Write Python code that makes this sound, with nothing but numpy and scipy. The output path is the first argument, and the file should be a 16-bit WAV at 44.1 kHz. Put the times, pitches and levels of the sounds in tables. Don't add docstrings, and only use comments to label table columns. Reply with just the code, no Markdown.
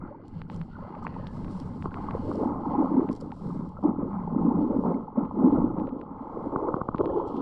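import sys
import numpy as np
from scipy import signal
from scipy.fft import rfft, irfft, next_fast_len
from scipy.io import wavfile
from scipy.ndimage import uniform_filter1d

SR = 44100
rng = np.random.default_rng(int(sys.argv[2]) if len(sys.argv) > 2 else 0)


def wav_record(signal):
    frames = np.transpose(np.atleast_2d(signal))
    bounded = np.clip(frames, -1, 1)
    quanta = np.round(bounded * 32767).astype(np.int16)
    wavfile.write(sys.argv[1], SR, quanta)


N = 326860
TIME = np.arange(N) / SR


def gain_of(db):
    return 10 ** (np.asarray(db) / 20)


def curve(rows):
    return np.interp(TIME, *np.transpose(rows))


def coloured(x, points):
    hz, db = np.transpose(points)
    size = next_fast_len(len(x))
    f = np.fft.rfftfreq(size, 1 / SR)
    filter_db = np.interp(np.log(f + 1), np.log(hz), db)
    return irfft(rfft(x, size) * gain_of(filter_db), size)[:len(x)]


def steadied(x, size):
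    power = uniform_filter1d(uniform_filter1d(x ** 2, size), size)
    return x / np.sqrt(abs(power) + 1e-4 * np.mean(x ** 2))


def add(mix, s, sound):
    part = mix[max(round(s * SR), 0):][:len(sound)]
    part += sound[:len(part)]


def impacts(per_s, spread_db):
    chance, size = rng.random(N), np.minimum(rng.exponential(1, N), 4)
    happens = chance < per_s / SR
    return happens * gain_of(spread_db * size) * rng.choice([-1, 1], N)


def swell(u):
    return (u * np.exp(1 - u)) ** 2


def bubble_cloud(pitch_hz, count, scatter, rise_cycles, spread_db, size):
    at = rng.integers(0, N, count)
    detune, loudness, phase = rng.standard_normal((count, 3)).T[:, :, None]
    hz = np.broadcast_to(pitch_hz, N)[at, None] * np.exp(scatter * detune)
    age = np.arange(size)
    turns = hz * age / SR
    tones = np.sin(2 * np.pi * (turns + phase))
    rings = gain_of(spread_db * loudness) * swell(turns / rise_cycles) * tones
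    return np.bincount((at[:, None] + age).ravel(), rings.ravel(), minlength=N)[:N]


def clumps(depth_db, per_s):
    knots = np.arange(0, TIME[-1] + 1, 1 / per_s)
    heights = rng.standard_normal(4096)[:len(knots)]
    return gain_of(depth_db * np.interp(TIME, knots, heights))


RELEASE_S, RELEASE_PER_RISE = 0.12, 1


def push(start, rise, hold):
    t = TIME - start
    release = RELEASE_S + RELEASE_PER_RISE * rise
    fade_db = -20 * np.maximum(t - rise - hold, 0) / release
    return np.clip(t / rise, 0, 1) * gain_of(fade_db)


def stirring(rows):
    power = np.array([push(*row[:3]) ** 2 for row in rows])
    return power, np.transpose(rows)[3:]


def strength(power, levels_db, calm_db):
    return np.sqrt(gain_of(levels_db) ** 2 @ power + gain_of(calm_db) ** 2)


# start_s, level_db
FLOW_LEVEL = [(0.0, -40.5), (.22, -50.5), (.32, -41), (.82, -40), (.91, -54), (1.06, -40.5), (1.8, -37.5),
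              (2.3, -37), (3.15, -44), (3.85, -42.5), (4.55, -41), (5.15, -48), (5.61, -32.5),
              (5.96, -48.5), (6.5, -46.5), (6.9, -45.5), (7.05, -37), (7.41, -47.5)]
# pitch_hz, level_db
FLOW_COLOUR = [(10, -3.5), (27, -3), (48, -8.5), (98, -1.5), (125, -4.5), (165, -3.5), (250, -11.5),
               (600, -37.5), (2000, -77)]


def flow(level_db=-0.62):
    rumble = steadied(coloured(rng.standard_normal(N), FLOW_COLOUR), size=8000)
    return rumble * clumps(depth_db=2.5, per_s=14) * gain_of(curve(FLOW_LEVEL) + level_db)


def glassy_echoes(x, count=20, echo_db=-9, span_s=0.022):
    when, sign = rng.random((2, count))
    taps = signal.unit_impulse(round(span_s * SR) + 2)
    echo_at = 1 + (when * span_s * SR).astype(int)
    taps[echo_at] = np.sign(sign - .5) * gain_of(echo_db) / np.sqrt(count)
    return signal.oaconvolve(x, taps / np.linalg.norm(taps))[:N]


# pitch_hz, level_db
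GRIT_COLOUR = [(1200, -23), (2400, -7.5), (2800, 4), (3250, 3.5), (3750, -7.5), (4350, 1), (5200, -10.5),
               (6200, -17), (10000, -29.5)]


def crackle(level_db=-9):
    snaps = coloured(impacts(per_s=60, spread_db=4.0), GRIT_COLOUR)
    chinks = bubble_cloud(pitch_hz=3800, count=260, scatter=0.18, rise_cycles=12, spread_db=3.5, size=700)
    return gain_of(level_db) * (snaps / np.std(snaps) + 0.5 * chinks / np.std(chinks))


# start_s, rise_s, hold_s, coarse_grit_level_db, fine_sand_level_db
TREADS = [(0.24, 0.024, 0.13, -72, -84.5), (0.47, 0.064, 0.018, -69, -74),
          (0.66, 0.098, 0.23, -73.5, -87.5), (1.02, 0.03, .015, -67.5, -84), (1.1, 0.07, 0.094, -70, -81),
          (1.25, 0.11, 0.079, -71, -72.5), (1.48, 0.026, 0.1, -71, -69), (1.64, 0.022, 0.18, -75, -75.5),
          (1.88, 0.071, 0.34, -72.5, -76.5), (2.19, 0.15, 0.043, -68, -70),
          (2.55, 0.056, 0.47, -76.5, -82.5), (3.1, 0.014, 0.15, -87, -78), (3.24, 0.16, 0.18, -84, -74.5),
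          (3.75, 0.07, 0.043, -83, -87), (4.02, 0.078, 0.75, -82.5, -89.5), (4.68, 0.087, 0.15, -84, -84.5),
          (5.28, 0.13, 0.16, -77.5, -86), (5.75, 0.025, .04, -80, -91), (6.08, 0.36, 0.24, -81, -84.5),
          (6.95, 0.024, 0.26, -77, -90), (7.25, 0.019, 0.1, -71, -83)]
# pitch_hz, level_db
SAND_COLOUR = [(2000, -7), (4000, 4), (5450, 2.5), (6400, -5.5), (7600, -1.5), (8800, -6), (10000, -7.5),
               (10900, -21), (14000, -27)]
# pitch_hz, level_db
EARLY_GRIT_COLOUR = [(2850, 1.5), (3280, -3.5), (3800, -1.5), (4400, 2.5), (5700, -1.5)]


def gravel(grit_db=-2.5, sand_db=1.5, calm_grit_db=-87, calm_sand_db=-102):
    power, (coarse_db, fine_db) = stirring(TREADS)
    grit_hits = glassy_echoes(impacts(per_s=2100, spread_db=3.5))
    grit = steadied(coloured(grit_hits, GRIT_COLOUR), size=2200) + crackle()
    sand_hits = glassy_echoes(impacts(per_s=2700, spread_db=2.5))
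    sand = steadied(coloured(sand_hits, SAND_COLOUR), size=1800)
    progress = TIME / TIME[-1]
    late_colour = [(hz, -db) for hz, db in EARLY_GRIT_COLOUR]
    grit = (1 - progress) * coloured(grit, EARLY_GRIT_COLOUR) + progress * coloured(grit, late_colour)
    grit = grit * strength(power, coarse_db + grit_db, calm_grit_db) * clumps(depth_db=3.5, per_s=21)
    sand = sand * strength(power, fine_db + sand_db, calm_sand_db) * clumps(depth_db=1.5, per_s=24)
    return grit + sand


# start_s, level_db, fade_s (time for the scrape to fall by 60 dB)
TICKS = [(0.282,-54,0.0092), (0.5192,-59,0.016), (0.545,-51,.006), (0.563,-51,0.0096), (1.029,-62,0.02),
         (1.041,-57,0.021), (1.051,-63,.02), (1.273,-52,0.008), (1.601,-43.5,0.0061), (2.356,-51.5,0.016),
         (3.113,-60.5,0.17), (3.129,-47.5,0.015), (3.151,-52,0.021), (3.162,-52,0.042), (3.205,-59,0.067),
         (3.2105,-47,0.019), (3.69,-57.5,0.018), (3.837,-58.5,0.011), (6.688,-63,.015), (7.274,-61,0.096)]
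# pitch_hz, level_db
TICK_COLOUR = [(2050, -2.5), (2600, -15.5), (3150, 4), (3750, -4.5), (4400, 3.5), (5150, 2), (5550, 3.5),
               (6000, -4), (6500, -8), (7400, -1.5), (8800, -12), (9900, -9), (10900, -27.5)]


def ticks(level_db=3, scrape=0.87, snap=3):
    out, t = np.zeros(N), np.arange(4096) / SR
    for s, db, fade_s in TICKS:
        fade = np.exp(-np.log(1000) * t / fade_s)
        tick = scrape * fade * rng.standard_normal(len(t)) + snap * (t == 0)
        add(out, s, gain_of(db + level_db) * tick)
    return coloured(out, TICK_COLOUR)


# start_s, level_db, treble_db (added to the high part of its tone)
CLACKS = [(0.4169,-37.5,-14.5), (0.499,-39.5,-13), (0.6139,-39,-15), (0.951,-46,-22), (1.0672,-27,-69),
          (1.077,-44,-22), (1.142,-49,-13), (1.269,-38,-3), (1.4455,-45,-12), (1.481,-48,-20),
          (1.8235,-37.5,-16), (1.909,-53,-13), (1.9423,-35,-19), (2.109,-36,-18), (3.0895,-39.5,-17),
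          (3.3183,-40,-15), (5.2525,-51.5,-16), (5.5243,-52,-8.5), (5.786,-51,-16), (5.7982,-48,-14),
          (5.871,-49.5,-14), (5.8908,-49.5,-15), (6.0133,-44,-17), (6.96,-51.5,-7), (6.9823,-38,-12),
          (7.0573,-38,-11)]
# pitch_hz, level_db
CLACK_COLOUR = [(100, -20.5), (500, 0), (950, 14), (1700, 6.5), (2700, 0.5), (3300, 7.5), (3800, 8),
                (4400, 1.5), (5500, -12), (9000, -47.5)]


def clacks(level_db=9, bright_above_hz=3000):
    out, pulse = np.zeros(N), signal.unit_impulse(512, "mid")
    for s, db, treble_db in CLACKS:
        colour = [(hz, c + treble_db * (hz > bright_above_hz)) for hz, c in CLACK_COLOUR]
        click = coloured(pulse, colour)
        click *= np.hanning(len(click)) / abs(click).max()
        crest = s + .001
        add(out, crest - len(click) / 2 / SR, -gain_of(db + level_db) * click)
    return out


# middle_of_ring_s, ring_level_db, thump_level_db, thump_pitch_hz
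KNOCKS = [(1.8581, -18, -24.5, 297), (2.316, -20.5, -38, 300), (6.5612, -12, -21.5, 200),
          (6.687, -19, -20, 440), (6.7424, -12.5, -20, 182), (6.7663, -23, -18.5, 333),
          (6.816, -14.5, -22, 170), (6.8889, -13.5, -21, 188), (6.947, -16, -19.5, 223),
          (7.0105, -17.5, -20, 382)]
# pitch_hz, level_db
KNOCK_COLOUR = [(20, -21.5), (110, -4.5), (250, -0.5), (450, 1), (600, -5.5), (780, -8), (930, -2.5),
                (1100, 4), (1300, -6.5), (1490, -11.5), (1650, -38), (2100, -38), (2500, -53), (4500, -86)]
# pitch_hz, lag_s
KNOCK_LAG = [(200, .0016), (480, .0002), (750, -.0008), (1050, 0), (1350, .0006), (1650, -.0018)]


def knocks(level_db=0, thump_db=0, thump_rise_s=.0024, thump_lag_s=0.0029, sag=0.13):
    out, size = np.zeros(N), 4096
    f = np.fft.rfftfreq(size, 1 / SR)
    lag = size / 2 / SR + np.interp(f, *np.transpose(KNOCK_LAG))
    phase_turns = (np.cumsum(lag) - lag[0]) * SR / size
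    chirp = irfft(np.exp(-2j * np.pi * phase_turns), size)
    ring = coloured(chirp, KNOCK_COLOUR) * np.hanning(size)
    u = np.arange(size) / SR / thump_rise_s
    for s, ring_db, low_db, hz in KNOCKS:
        add(out, s - size / 2 / SR, gain_of(ring_db + level_db) * ring / abs(ring).max())
        turns = np.cumsum(hz * np.exp(-sag * (u - 1))) / SR
        thump = swell(u) ** 2 * np.sin(2 * np.pi * turns)
        add(out, s + thump_lag_s - thump_rise_s, gain_of(low_db + thump_db) * thump)
    return out


# start_s, rise_s, hold_s, level_db, first_pitch_hz, last_pitch_hz
RINGING_WASHES = [(0.0, .02, .05, -57.5, 1295, 1102), (0.672, 0.087, 0.048, -59.5, 1460, 1280),
                  (0.663, 0.046, .1, -75, 2010, 1700), (1.064, 0.011, 0.068, -65, 2020, 1590),
                  (1.07, .01, 0.074, -72, 2640, 2440), (1.177, 0.031, 0.1, -65.5, 1780, 1570),
                  (6.958, 0.045, 0.24, -79, 3250, 3130)]


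def ringing_washes(level_db=0, scatter=0.064, rise_cycles=8, spread_db=3):
    out, t = np.zeros(N), np.arange(2048) / SR
    for start, rise, hold, db, first_hz, last_hz in RINGING_WASHES:
        wash, span = np.zeros(N), rise + hold + RELEASE_S
        when, phase = rng.random((2, 90))
        variations = rng.standard_normal((len(when), 2))
        for w, p, (detune, loudness) in zip(when, phase, variations):
            hz = first_hz * (last_hz / first_hz) ** w * np.exp(scatter * np.tanh(detune))
            turns = t * hz
            tone = swell(turns / rise_cycles) * np.sin(2 * np.pi * (turns + p))
            add(wash, start + w * span, gain_of(spread_db * loudness) * tone)
        average = np.sqrt(np.sum(wash ** 2) / (span * SR))
        out += wash / average * push(start, rise, hold) * gain_of(db + level_db)
    return out


# crest_s, level_db, pitch_hz (at the crest), length_s (a share of it is the rise)
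BUBBLES = [(0.017, -41, 1260, .006), (0.037, -48, 1390, 0.014), (0.04, -34, 262, 0.012),
           (0.053, -45, 1314, 0.0096), (0.078, -44, 1345, 0.0073), (0.079, -52, 960, .005),
           (0.115, -36.5, 565, 0.016), (0.125, -41, 835, .007), (0.126, -47, 1030, .007),
           (0.148, -40, 902, 0.01), (0.198, -46, 614, 0.0085), (0.25, -46, 790, .008),
           (0.369, -28, 157, .026), (0.469, -53, 1350, 0.0059), (0.501, -38.5, 860, .007),
           (0.611, -30, 163, 0.031), (0.691, -48, 760, .008), (0.735, -47, 1360, .006),
           (0.757, -45, 1410, 0.012), (0.769, -43, 1200, 0.0063), (0.791, -36, 876, 0.0054),
           (0.805, -30.5, 174, 0.011), (0.826, -40, 540, .008), (0.851, -39, 570, 0.0088),
           (0.906, -31.5, 326, 0.0059), (0.942, -36, 865, .006), (0.951, -39, 1130, .006),
           (0.969, -39, 574, .008), (1.025, -37, 820, .007), (1.028, -39.5, 1234, 0.011),
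           (1.051, -26.5, 1020, 0.0036), (1.166, -29.5, 910, 0.0045), (1.184, -27.5, 171, 0.023),
           (1.199, -35.5, 560, 0.0097), (1.37, -43, 1190, 0.0064), (1.38, -30, 212, 0.014),
           (1.404, -26.5, 189, 0.016), (1.558, -26, 177, 0.018), (1.728, -26, 192, 0.012),
           (1.918, -39, 1430, 0.0035), (1.972, -29, 1055, 0.0042), (2.088, -21.5, 1070, 0.0048),
           (2.152, -19.5, 460, 0.0054), (2.198, -22, 225, 0.01), (2.293, -25, 380, 0.0079),
           (2.414, -23, 400, 0.0084), (2.434, -20.5, 497, 0.0059), (2.432, -19.5, 301, .02),
           (2.463, -18, 246, 0.022), (2.515, -22, 283.5, .014), (2.659, -28, 910, .006),
           (2.674, -21, 253, 0.017), (2.753, -22.5, 936, .006), (2.785, -15, 283, 0.013),
           (2.804, -15, 293, .024), (2.826, -22.5, 855, 0.0057), (2.827, -21.5, 466, .005),
           (2.845, -17.5, 243, 0.013), (2.918, -17, 263, 0.0088), (2.943, -15, 276, 0.015),
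           (2.982, -11, 257.6, 0.018), (3.098, -27, 546, 0.0045), (3.1, -13.5, 249, .007),
           (3.119, -19, 255, 0.0086), (3.225, -34.5, 516, .008), (3.325, -31, 860, .007),
           (3.506, -37, 1166, 0.0057), (3.607, -40, 920, .007), (3.77, -34.5, 1120, 0.0024),
           (3.774, -40.5, 1290, 0.012), (3.79, -32.5, 558, 0.005), (3.844, -26, 894, 0.0034),
           (3.855, -12.5, 299, .014), (3.895, -16, 224, 0.013), (4.052, -30, 480, 0.0074),
           (4.277, -27.5, 855, 0.00523), (4.365, -17, 267, 0.0085), (4.396, -22, 291, 0.011),
           (4.456, -14.5, 290, 0.015), (4.487, -13.5, 236, 0.015), (4.512, -25, 855, .007),
           (4.553, -18, 249, 0.013), (4.59, -21, 235, 0.0099), (4.63, -16, 271, 0.016),
           (4.703, -18.5, 257, .01), (4.766, -15.5, 251, 0.0084), (4.793, -15, 239, 0.0083),
           (4.838, -26.5, 900, 0.0028), (4.852, -27, 950, .007), (4.944, -52, 2120, 0.006),
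           (4.945, -66, 4300, .004), (4.903, -18.5, 220, 0.015), (4.95, -18.5, 263.5, .02),
           (5.083, -29.5, 860, .007), (5.177, -26, 553, 0.0074), (5.182, -15, 232, 0.014),
           (5.236, -29, 250, .014), (5.312, -25.5, 910, 0.0031), (5.451, -10, 254.4, .023),
           (5.48, -13, 295.5, .026), (5.528, -12, 265, .013), (5.605, -16, 262.4, 0.014),
           (5.643, -14, 291, 0.011), (5.804, -25.5, 295, .016), (5.852, -22, 254, 0.0097),
           (5.88, -27.5, 524, 0.0065), (5.93, -23, 250, .014), (5.968, -44, 860, .007),
           (6.117, -29, 258, 0.013), (6.213, -28, 248, 0.016), (6.373, -19.5, 420, 0.0044),
           (6.472, -18.5, 280, 0.0066), (7.007, -16.5, 400, .014), (7.099, -53.5, 1690, 0.0092),
           (7.174, -19.5, 418, .015), (7.2, -25, 980, .006)]


def loud_bubbles(level_db=-1.0, rise_share=0.7294, glide=0.055):
    out = np.zeros(N)
    for s, db, hz, length in BUBBLES:
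        rise = rise_share * length
        t = np.arange(0, 6 * rise, 1 / SR)
        turns = np.cumsum(hz * (1 + glide * (t / rise - 1))) / SR
        tone = np.sin(2 * np.pi * (turns + rng.random()))
        add(out, s - rise, gain_of(db + level_db) * swell(t / rise) ** 2 * tone)
    return out


# pitch_hz, level_db
CHURN_COLOUR = [(300, -14), (560, -0.5), (670, -2), (780, 2.5), (870, 9), (980, 3.5), (1060, 7.5),
                (1150, -1.5), (1260, 2.5), (1400, -6.5), (1510, -15.5), (1680, -36), (2600, -48.5),
                (4000, -64.5)]


def stray_bubbles(drive, level_db=-53, follow=0.67):
    cloud = bubble_cloud(pitch_hz=898, count=420, scatter=.45, rise_cycles=2.8, spread_db=0.5, size=1400)
    cloud = coloured(cloud, CHURN_COLOUR)
    stir_db = 20 * np.log10(drive)
    return cloud / np.std(cloud) * gain_of(level_db + follow * (stir_db - stir_db.mean()))


# pitch_hz, level_db
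FROTH_COLOUR = [(900, -6), (1550, -2), (1850, -14.5), (2040, -4), (2350, -12), (2600, -20), (4000, -36)]


def froth(drive, level_db=0):
    cloud = bubble_cloud(pitch_hz=1740, count=7000, scatter=0.19, rise_cycles=1.0, spread_db=0.5, size=500)
    return steadied(coloured(cloud, FROTH_COLOUR), size=2000) * drive * gain_of(level_db)


def churn(drive, level_db=-1, coarsening=0.12):
    pitch_hz = 1060 * (drive / np.median(drive)) ** -coarsening
    cloud = bubble_cloud(pitch_hz, count=4800, scatter=.34, rise_cycles=1.97, spread_db=0.0, size=600)
    return steadied(coloured(cloud, CHURN_COLOUR), size=1500) * drive * gain_of(level_db)


# pitch_hz, level_db
GURGLE_COLOUR = [(150, -14), (330, -1), (480, -1), (580, -2.5), (670, -12), (800, -11.5), (1300, -29.5),
                 (2000, -53)]


def gurgle(drive, level_db=-0.27):
    cloud = bubble_cloud(pitch_hz=470.0, count=1500, scatter=0.33, rise_cycles=1.46, spread_db=0.5, size=1200)
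    return steadied(coloured(cloud, GURGLE_COLOUR), size=1800) * drive * gain_of(level_db)


# pitch_hz, level_db
POCKET_COLOUR = [(60, -19), (125, -8), (170, 1.5), (215, -2), (265, -1), (330, 0), (420, -7), (600, -13),
                 (1200, -40.5), (2000, -70.5)]


def air_pockets(drive, pitch_hz, level_db=-1):
    cloud = bubble_cloud(pitch_hz, count=1100, scatter=0.17, rise_cycles=1.28, spread_db=2.0, size=2400)
    return steadied(coloured(cloud, POCKET_COLOUR), size=1100) * drive * gain_of(level_db)


# start_s, rise_s, hold_s, big_pockets_level_db,
# middling_bubbles_level_db, small_bubbles_level_db, finest_bubbles_level_db, pocket_pitch_hz
SURGES = [(0.0, 0.015, 0.075, -51, -51, -50.5, -64.5, 275),
          (0.1, 0.042, 0.078, -55, -53.5, -61.5, -70.5, 315),
          (0.28, .06, 0.061, -44.5, -54.5, -62.5, -69, 178.6),
          (0.48, 0.038, 0.063, -38, -50, -55.5, -66.5, 185),
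          (0.73, 0.1, 0.15, -47, -53.5, -47.5, -63.5, 223.5),
          (0.94, 0.11, .19, -39, -48.5, -48.5, -64, 209), (1.3, 0.067, .39, -37.5, -49, -51, -65.5, 212),
          (1.835, 0.0095, 0.013, -37.5, -44.5, -42, -66, 197.2),
          (1.9, 0.073, .19, -37, -46, -41, -59, 218.4), (2.19, 0.098, 0.11, -31.5, -35, -47.5, -64, 252),
          (2.37, 0.068, .09, -31, -39.5, -34.5, -62, 261), (2.55, 0.2, 0.06, -28, -38.5, -32, -60, 287.5),
          (2.88, 0.055, 0.075, -25.5, -39.5, -39, -60, 281.3),
          (3.06, 0.02, 0.017, -38, -38, -48.5, -63, 256), (3.19, 0.022, 0.092, -36.5, -47, -51, -73, 244),
          (3.39, 0.05, 0.16, -31.5, -45, -51.5, -67, 194.3),
          (3.825, 0.018, 0.033, -24.5, -36.5, -34, -66, 278.6),
          (3.97, 0.023, 0.04, -29, -36, -45, -65.5, 252.6),
          (4.08, .05, .07, -32.5, -55.5, -41.5, -62.5, 191.5),
          (4.18, 0.24, 0.19, -23.5, -35.5, -37.5, -67.5, 240.6),
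          (4.68, 0.027, 0.069, -32.5, -32.5, -42, -68.5, 241.3),
          (4.83, 0.028, 0.06, -24.5, -30, -35.5, -62.5, 232),
          (5.15, 0.012, 0.065, -29, -40.5, -39.5, -65, 242.7),
          (5.31, 0.16, 0.088, -19.5, -30.5, -33.5, -63, 265.7),
          (5.73, .04, 0.043, -30.5, -39.5, -40, -69, 261.2),
          (5.91, 0.022, .05, -36, -40.5, -54.5, -94, 272.7),
          (6.04, 0.14, 0.21, -43.5, -58, -44.5, -69, 243.6), (6.28, 0.14, 0.06, -39, -39, -42.5, -67, 329),
          (6.49, 0.048, 0.14, -32.5, -33, -35.5, -66.5, 359),
          (6.75, 0.014, 0.02, -47, -36.5, -44, -73, 385.6),
          (6.98, 0.019, 0.11, -30.5, -29.5, -39.5, -75, 372),
          (7.11, .055, 0.038, -36, -28.5, -33.5, -68, 393),
          (7.26, 0.15, .05, -28.5, -36.5, -40.5, -69, 278)]


def wading(calm_pockets_db=-48, calm_gurgle_db=-65.5, calm_churn_db=-63, calm_froth_db=-79, build_db_per_s=2.5):
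    power, (pockets_db, gurgle_db, churn_db, froth_db, pocket_hz) = stirring(SURGES)
    build_db = build_db_per_s * TIME
    weight = power + 1e-9
    pitch_hz = pocket_hz @ weight / weight.sum(0)
    big = strength(power, pockets_db, calm_pockets_db)
    middling = strength(power, gurgle_db, calm_gurgle_db + build_db)
    small = strength(power, churn_db, calm_churn_db + build_db)
    finest = strength(power, froth_db, calm_froth_db)
    lurch = clumps(depth_db=1.1, per_s=17)
    rush = lurch * (air_pockets(big, pitch_hz) + gurgle(middling) + churn(small))
    return rush + froth(finest) + stray_bubbles(small)


def scene():
    water = flow() + loud_bubbles() + wading()
    stones = gravel() + ticks() + clacks() + knocks()
    return (water + stones + ringing_washes())[None]


EDGE_HZ = 14100


def record(dry):
    low_pass = signal.firwin(511, EDGE_HZ, window=("kaiser", 9), fs=SR)
    return signal.oaconvolve(dry, low_pass[None], "same")


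dry = scene()
out = record(dry)
wav_record(out)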